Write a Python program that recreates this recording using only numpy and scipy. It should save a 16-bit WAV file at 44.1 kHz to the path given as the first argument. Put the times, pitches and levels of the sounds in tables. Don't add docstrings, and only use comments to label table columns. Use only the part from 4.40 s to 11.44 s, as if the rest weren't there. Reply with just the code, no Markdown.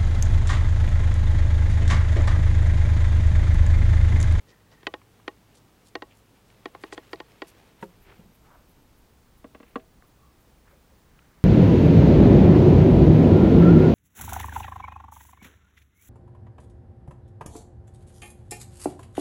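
import sys
import numpy as np
from scipy import signal
from scipy.fft import rfft, irfft
from scipy.io import wavfile
from scipy.ndimage import uniform_filter1d

SR = 44100
rng = np.random.default_rng(int(sys.argv[2]) if len(sys.argv) > 2 else 0)


def materialize(psi):
    bounded = np.clip(np.atleast_2d(psi).T, -1, 1)
    quanta = np.round(bounded * 32767).astype(np.int16)
    wavfile.write(sys.argv[1], SR, quanta)


N = 310464

# (f/Hz, relative level/dB)
AIR_COLOUR = [(59, -21.5), (100, -1), (304, -7), (407, -10.5), (492, -10), (535, -13.5), (582, -14),
              (718, -15.5), (797, -14), (2050, -22.5), (12200, -31), (15000, -30)]
RUMBLE_COLOUR = [(11, -28), (18, -1.5), (54, -2), (67, 2.5), (86, -14.5), (130, -20), (170, -42),
                 (290, -120)]
DRAG_COLOUR = [(250, -9), (400, 1), (850, -5.5), (1400, -8), (3000, -9), (5100, -19), (6500, -22),
               (12000, -27)]
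# (f/Hz, level/dB)
HUM_TONES = [(53.8, -68.5), (103, -68)]
# (t/s, half length/s, low f/Hz, high f/Hz, level/dB)
RUSTLES = [(.09, 0.016, 150, 490, -59.5), (.33, 0.011, 400, 1500, -56.5), (1.72, .02, 2100, 3300, -64),
           (3.7, 0.044, 395, 2630, -56), (4.13, 0.06, 560, 1500, -59), (5.27, 0.07, 1300, 2880, -69),
           (6.3, 0.034, 500, 2100, -63), (6.9, 0.23, 1000, 2130, -69.5)]
# (t/s, f/Hz, level/dB)
CRUNCHES = [(.1, 3250, -62), (.33, 3160, -62.5), (1.167, 5170, -61.5), (1.47, 5700, -61.5),
            (1.77, 6950, -68.5), (2.09, 5000, -69.5), (2.43, 6500, -62.5), (2.534, 4240, -47.5),
            (2.735, 7500, -63.5), (3.087, 7000, -55), (3.437, 6800, -60)]
# (t/s, half length/s, f/Hz, relative level/dB)
SQUEAKS = [(.135, 0.043, 1890, -66), (0.365, 0.078, 1880, -68), (3.7, 0.028, 398, -54),
           (5.645, .025, 1135, -67), (5.848, .04, 1135, -65.5), (6.35, 0.013, 546, -55.5),
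           (6.526, 0.011, 530, -59)]
# (low f/Hz, high f/Hz)
RANGES = [(120, 700), (700, 1400), (1400, 2400), (2400, 9000)]
# (t/s, level/dB, brightness/dB: crack's gain over thud)
MOUNT_TICKS = [(.43, -59, 2), (.468, -33.5, 9.5), (.538, -41.5, 2.5), (.878, -37, 1.5), (1.553, -37, 2),
               (1.621, -44.5, -0.5), (2.2562, -40, -2.5), (2.3484, -54, -6), (2.4364, -43, -3.5),
               (2.524, -44, -2.5), (2.5771, -43.5, -1), (2.731, -39.5, -1), (2.8012, -44.5, 1.5),
               (3.019, -40, -1.5)]
GUN_CLACKS = [(5.0419, -48, -5), (5.1469, -48, 5.5), (5.2002, -52.5, -2), (5.2282, -52.5, 6.5),
              (5.3559, -33.5, -0.5), (5.396, -61, 18)]
# (thud/dB, clack/dB, ring/dB, crack/dB)
MOUNT_BALANCE = [0, -4.5, -3.5, -7.5]
GUN_BALANCE = [0, -3, -13, -18]
# (t/s, f/Hz, peak level/dB)
CLICKS = [(.616, 1390, -46), (.799, 950, -49), (2.102, 2200, -47.5), (2.3496, 1130, -32),
          (2.758, 3000, -42), (2.919, 3100, -49), (3.725, 885, -43), (5.6235, 1200, -44.5),
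          (6.7909, 1710, -44)]
# (t/s, thud/dB, clack/dB, ring/dB, crack/dB)
STAND_BUMPS = [(3.4255, -39.5, -42, -49, -62)]
# (start t/s, end t/s, f/Hz, relative level/dB)
WHINE_TONES = [(3.43, 4.66, 13157, -80), (3.43, 4.66, 14497, -82), (4.66, 7.1, 15478, -79.5)]
# (t/s, level/dB)
HEEL_THUDS = [(3.793, -51.5), (3.855, -57), (3.893, -61)]
# (f/Hz, relative level/dB, time to fade by 60 dB/s)
MOUNT_MODES = [(295, -21, 0.043), (327, -2.5, 0.064), (382.8, 4.5, 0.041), (473, -3, 0.055),
               (573, -32, 0.24), (653, -13.5, 0.093), (831.5, 4, 0.059), (1045, 8.5, 0.036),
               (1123, -9.5, 0.11), (1330, -2, 0.014), (1470, 1, 0.022), (1894, 2, 0.043),
               (1988, 11.5, 0.0098), (2600, -14, 0.0051), (2890, -9.5, 0.046), (3225, 13, 0.008),
               (3776, -7, 0.028), (4415, 0.5, 0.015), (4680, -1.5, 0.015), (6020, -14, 0.018),
               (7030, -22, 0.011)]
STAND_MODES = [(178, -14.5, 0.37), (203, 2.5, 0.066), (336, -5, 0.11), (407, -2.5, 0.1), (521, -8, 0.13),
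               (773, -8, .04), (920, 3, 0.049), (1460, -3, 0.036), (1650, 1, 0.026), (1990, 7, 0.013),
               (2830, 0, 0.015)]
HEEL_MODES = [(173, -3.5, 0.12), (205, 2.5, 0.05)]
GUN_MODES = [(236, 3, 0.076), (266.4, 4.5, 0.075), (400, -11.5, 0.17), (471.6, 4, .08), (611, 5.5, 0.045),
             (646, -17.5, 0.27), (754, -10, 0.083), (787, -4, 0.041), (1060, 3.5, 0.036),
             (1127, 3.5, 0.041), (1638, -10.5, 0.048), (1956, -7.5, 0.041), (2110, -2.5, 0.019),
             (2680, 7, 0.03), (2990, 4.5, 0.023), (3470, 0, .03), (4230, 0.5, 0.019)]

SWING_FROM_S, SWING_UNTIL_S = 2.07, 3.23


def undb(db):
    return 10 ** (np.asarray(db) / 20)


def unit(x):
    return x / np.sqrt(np.mean(x ** 2) + 1e-20)


def curve(rows):
    return np.interp(np.arange(N) / SR, *np.transpose(rows))


def band(x, low_hz, high_hz):
    limits = np.clip([low_hz, high_hz], 10, SR / 2 - 1000)
    return signal.sosfilt(signal.butter(3, limits, "band", fs=SR, output="sos"), x)


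def edges(hz, octaves):
    return hz * 2 ** (-octaves / 2), hz * 2 ** (octaves / 2)


def coloured(points, size=N):
    hz, db = np.transpose(points)
    gain = undb(np.interp(np.log(np.fft.rfftfreq(size, 1 / SR) + 1), np.log(hz), db))
    return unit(irfft(rfft(rng.standard_normal(size)) * gain, size))


def wander(rate):
    hold = max(int(SR / rate), 1)
    steps = np.repeat(rng.standard_normal(N // hold + 1), hold)
    return unit(uniform_filter1d(steps, hold)[:N])


def swishes(events, grain_rate, grain_db):
    t = np.arange(N) / SR
    grains = rng.standard_normal(N) * undb(grain_db * wander(grain_rate))
    return sum(undb(db) * np.exp(-.5 * ((t - s) / half_s) ** 2) * unit(band(grains, low_hz, high_hz))
               for s, half_s, low_hz, high_hz, db in events)


def share_out(events, balance_db, clack_db):
    start, db, bright_db = np.transpose(events)
    tilt_db = np.outer(bright_db, np.linspace(-.5, .5, len(RANGES)))
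    levels_db = db[:, None] + np.array(balance_db) + tilt_db
    levels_db[:, 1] += clack_db
    return np.column_stack([start, levels_db])


def blows(events, modes, rise_s, travel_s, detune, scrape_s, scrape_db, scrape_step_db, scrape_colour):
    size, onset = int(.3 * SR), int(.04 * SR)
    t = np.arange(size) / SR
    out = np.zeros(N + size)
    for start, *levels_db in events:
        scrape = coloured(scrape_colour, size) * (1 - np.exp(-t / rise_s)) * np.exp(-t / scrape_s)
        hit = np.zeros(size)
        for step, ((low_hz, high_hz), db) in enumerate(zip(RANGES, levels_db)):
            ring = np.zeros(size)
            for hz, mode_db, t60 in modes:
                if low_hz <= hz < high_hz:
                    age = np.maximum(t - travel_s / np.sqrt(hz / 1000), 0)
                    tone = np.sin(2 * np.pi * hz * (1 + detune * rng.standard_normal()) * age)
                    rise = 1 - np.exp(-age / rise_s)
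                    fade = np.exp(-np.log(1000) * age / t60)
                    ring += undb(mode_db) * tone * rise * fade
            rasp = band(scrape, low_hz, high_hz)
            rasp_gain = undb(scrape_db + scrape_step_db * step)
            part = ring / ring[:onset].std() + rasp_gain * rasp / rasp[:onset].std()
            hit += undb(db) * part / part[:onset].std()
        out[int(start * SR):][:size] += hit
    return out[:N]


def air():
    return coloured(AIR_COLOUR) * undb(-60 + 0.22 * wander(6.5))


def rumble(turn_at_s=3.33, turn_takes_s=.15, sheltered_db=-71, breeze_db=-61.5):
    db = curve([(turn_at_s, sheltered_db), (turn_at_s + turn_takes_s, breeze_db)])
    return coloured(RUMBLE_COLOUR) * undb(db)


def hum(end_s=4.1, fade_s=0.33):
    tones = np.zeros(N)
    for hz, db in HUM_TONES:
        wavering_hz = hz * (1 + 0.0243 * wander(10))
        tones += undb(db) * np.sqrt(2) * np.sin(2 * np.pi * np.cumsum(wavering_hz) / SR)
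    return tones * curve([(end_s - fade_s, 1), (end_s, 0)])


def mount_drag(creep_db=-69.5, swing_db=-61, speed_up_s=0.41, settle_db_per_s=13.5):
    settled_s = np.maximum(np.arange(N) / SR - SWING_UNTIL_S, 0)
    db = curve([(SWING_FROM_S, creep_db), (SWING_FROM_S + speed_up_s, swing_db)])
    db -= settle_db_per_s * settled_s
    return coloured(DRAG_COLOUR) * undb(db + 2.1 * wander(27.02) + 2.3 * wander(400))


def rustles():
    return swishes(RUSTLES, grain_rate=200, grain_db=2.5)


def crunches(shortest_half_s=0.0093, doubling_db=17):
    top_db = max(db for _, _, db in CRUNCHES)
    rows = [(s, shortest_half_s * 2 ** ((top_db - db) / doubling_db), *edges(hz, octaves=1.87), db)
            for s, hz, db in CRUNCHES]
    return swishes(rows, grain_rate=500, grain_db=4)


def squeaks():
    rows = [(s, half_s, *edges(hz, octaves=.16), db) for s, half_s, hz, db in SQUEAKS]
    return swishes(rows, grain_rate=34, grain_db=0.5) * undb(2.5 * wander(50) - 1)


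def mount_ticks(rebound_s=.1, bass_cut_hz=265):
    start, db, _ = np.transpose(MOUNT_TICKS)
    close_behind = np.diff(start, prepend=-np.inf) < rebound_s
    lost_db = -np.diff(db, prepend=db[0])
    hollow_db = close_behind * np.clip(.5 * lost_db, 0, 7)
    slips = share_out(MOUNT_TICKS, MOUNT_BALANCE, hollow_db)
    ticks = blows(slips, MOUNT_MODES, rise_s=0.00095, travel_s=0.00065, detune=0.016,
                  scrape_s=0.0026, scrape_db=-4.5, scrape_step_db=1.5,
                  scrape_colour=[(170, -46), (300, 36), (3400, -1.5), (3900, -4.5), (4300, -4),
                                 (5400, -15), (9000, -29)])
    return signal.sosfilt(signal.butter(4, bass_cut_hz, "high", fs=SR, output="sos"), ticks)


def clicks(fade_s=.0018, stray_count=6, stray_hz=2600, stray_db=-53):
    strays = [(rng.uniform(SWING_FROM_S, SWING_UNTIL_S), stray_hz, stray_db + 2 * rng.standard_normal())
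              for _ in range(stray_count)]
    t = np.arange(int(.03 * SR)) / SR
    out = np.zeros(N + len(t))
    for s, hz, db in CLICKS + strays:
        snap = rng.standard_normal(len(t)) * np.exp(-t / fade_s)
        burst = band(snap, *edges(hz, octaves=1.3))
        out[int(s * SR):][:len(t)] += undb(db) * burst / abs(burst).max()
    return out[:N]


def stand_bump():
    return blows(STAND_BUMPS, STAND_MODES, rise_s=0.0028, travel_s=0.00042, detune=0.0082,
                 scrape_s=0.0088, scrape_db=-13.5, scrape_step_db=2.5,
                 scrape_colour=[(150, 3), (2000, -23), (4000, -1), (9000, -19)])


def whine(flutter_hz=55, trim_db=-0.5):
    t = np.arange(N) / SR
    tones = sum(undb(db) * np.sqrt(2) * np.sin(2 * np.pi * hz * t) * (t > on) * (t < off)
                for on, off, hz, db in WHINE_TONES)
    flutter = 1 + 0.76 * np.sin(2 * np.pi * flutter_hz * t) + .3 * wander(80)
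    return undb(trim_db) * tones * flutter


def fizz(count=9, from_s=3.6, every_s=0.34, jitter_s=0.028, first_db=-66.5, fade_db_per_s=2.5):
    ages = every_s * np.arange(count) + jitter_s * rng.standard_normal(count)
    rows = [(from_s + age, .014, 10000, 15500, first_db - fade_db_per_s * age) for age in ages]
    return swishes(rows, grain_rate=400, grain_db=1.5)


def heel_thuds():
    return blows(HEEL_THUDS, HEEL_MODES, rise_s=0.0046, travel_s=0, detune=0.037,
                 scrape_s=0.0089, scrape_db=-11.5, scrape_step_db=0,
                 scrape_colour=[(200, -11), (700, -10)])


def gun_clacks(bass_cut_hz=170):
    _, db, _ = np.transpose(GUN_CLACKS)
    clack_db = 0.34 * (db - db.max())
    knocks = share_out(GUN_CLACKS, GUN_BALANCE, clack_db)
    clacks = blows(knocks, GUN_MODES, rise_s=0.0018, travel_s=0.00073, detune=0.0078,
                   scrape_s=0.0064, scrape_db=-8.5, scrape_step_db=2.5,
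                   scrape_colour=[(150, -11), (230, 22), (2800, -3), (5000, -25), (9000, -27)])
    return signal.sosfilt(signal.butter(3, bass_cut_hz, "high", fs=SR, output="sos"), clacks)


def scene():
    man = crunches() + heel_thuds() + rustles()
    knocks = mount_ticks() + stand_bump() + gun_clacks()
    small_sounds = squeaks() + clicks() + fizz() + mount_drag()
    background = air() + rumble() + hum() + whine()
    return (man + knocks + small_sounds + background)[None]


def record(dry):
    top_hz = 15850
    return signal.sosfilt(signal.ellip(10, .2, 70, top_hz, fs=SR, output="sos"), dry)


dry = scene()
out = record(dry)
materialize(out)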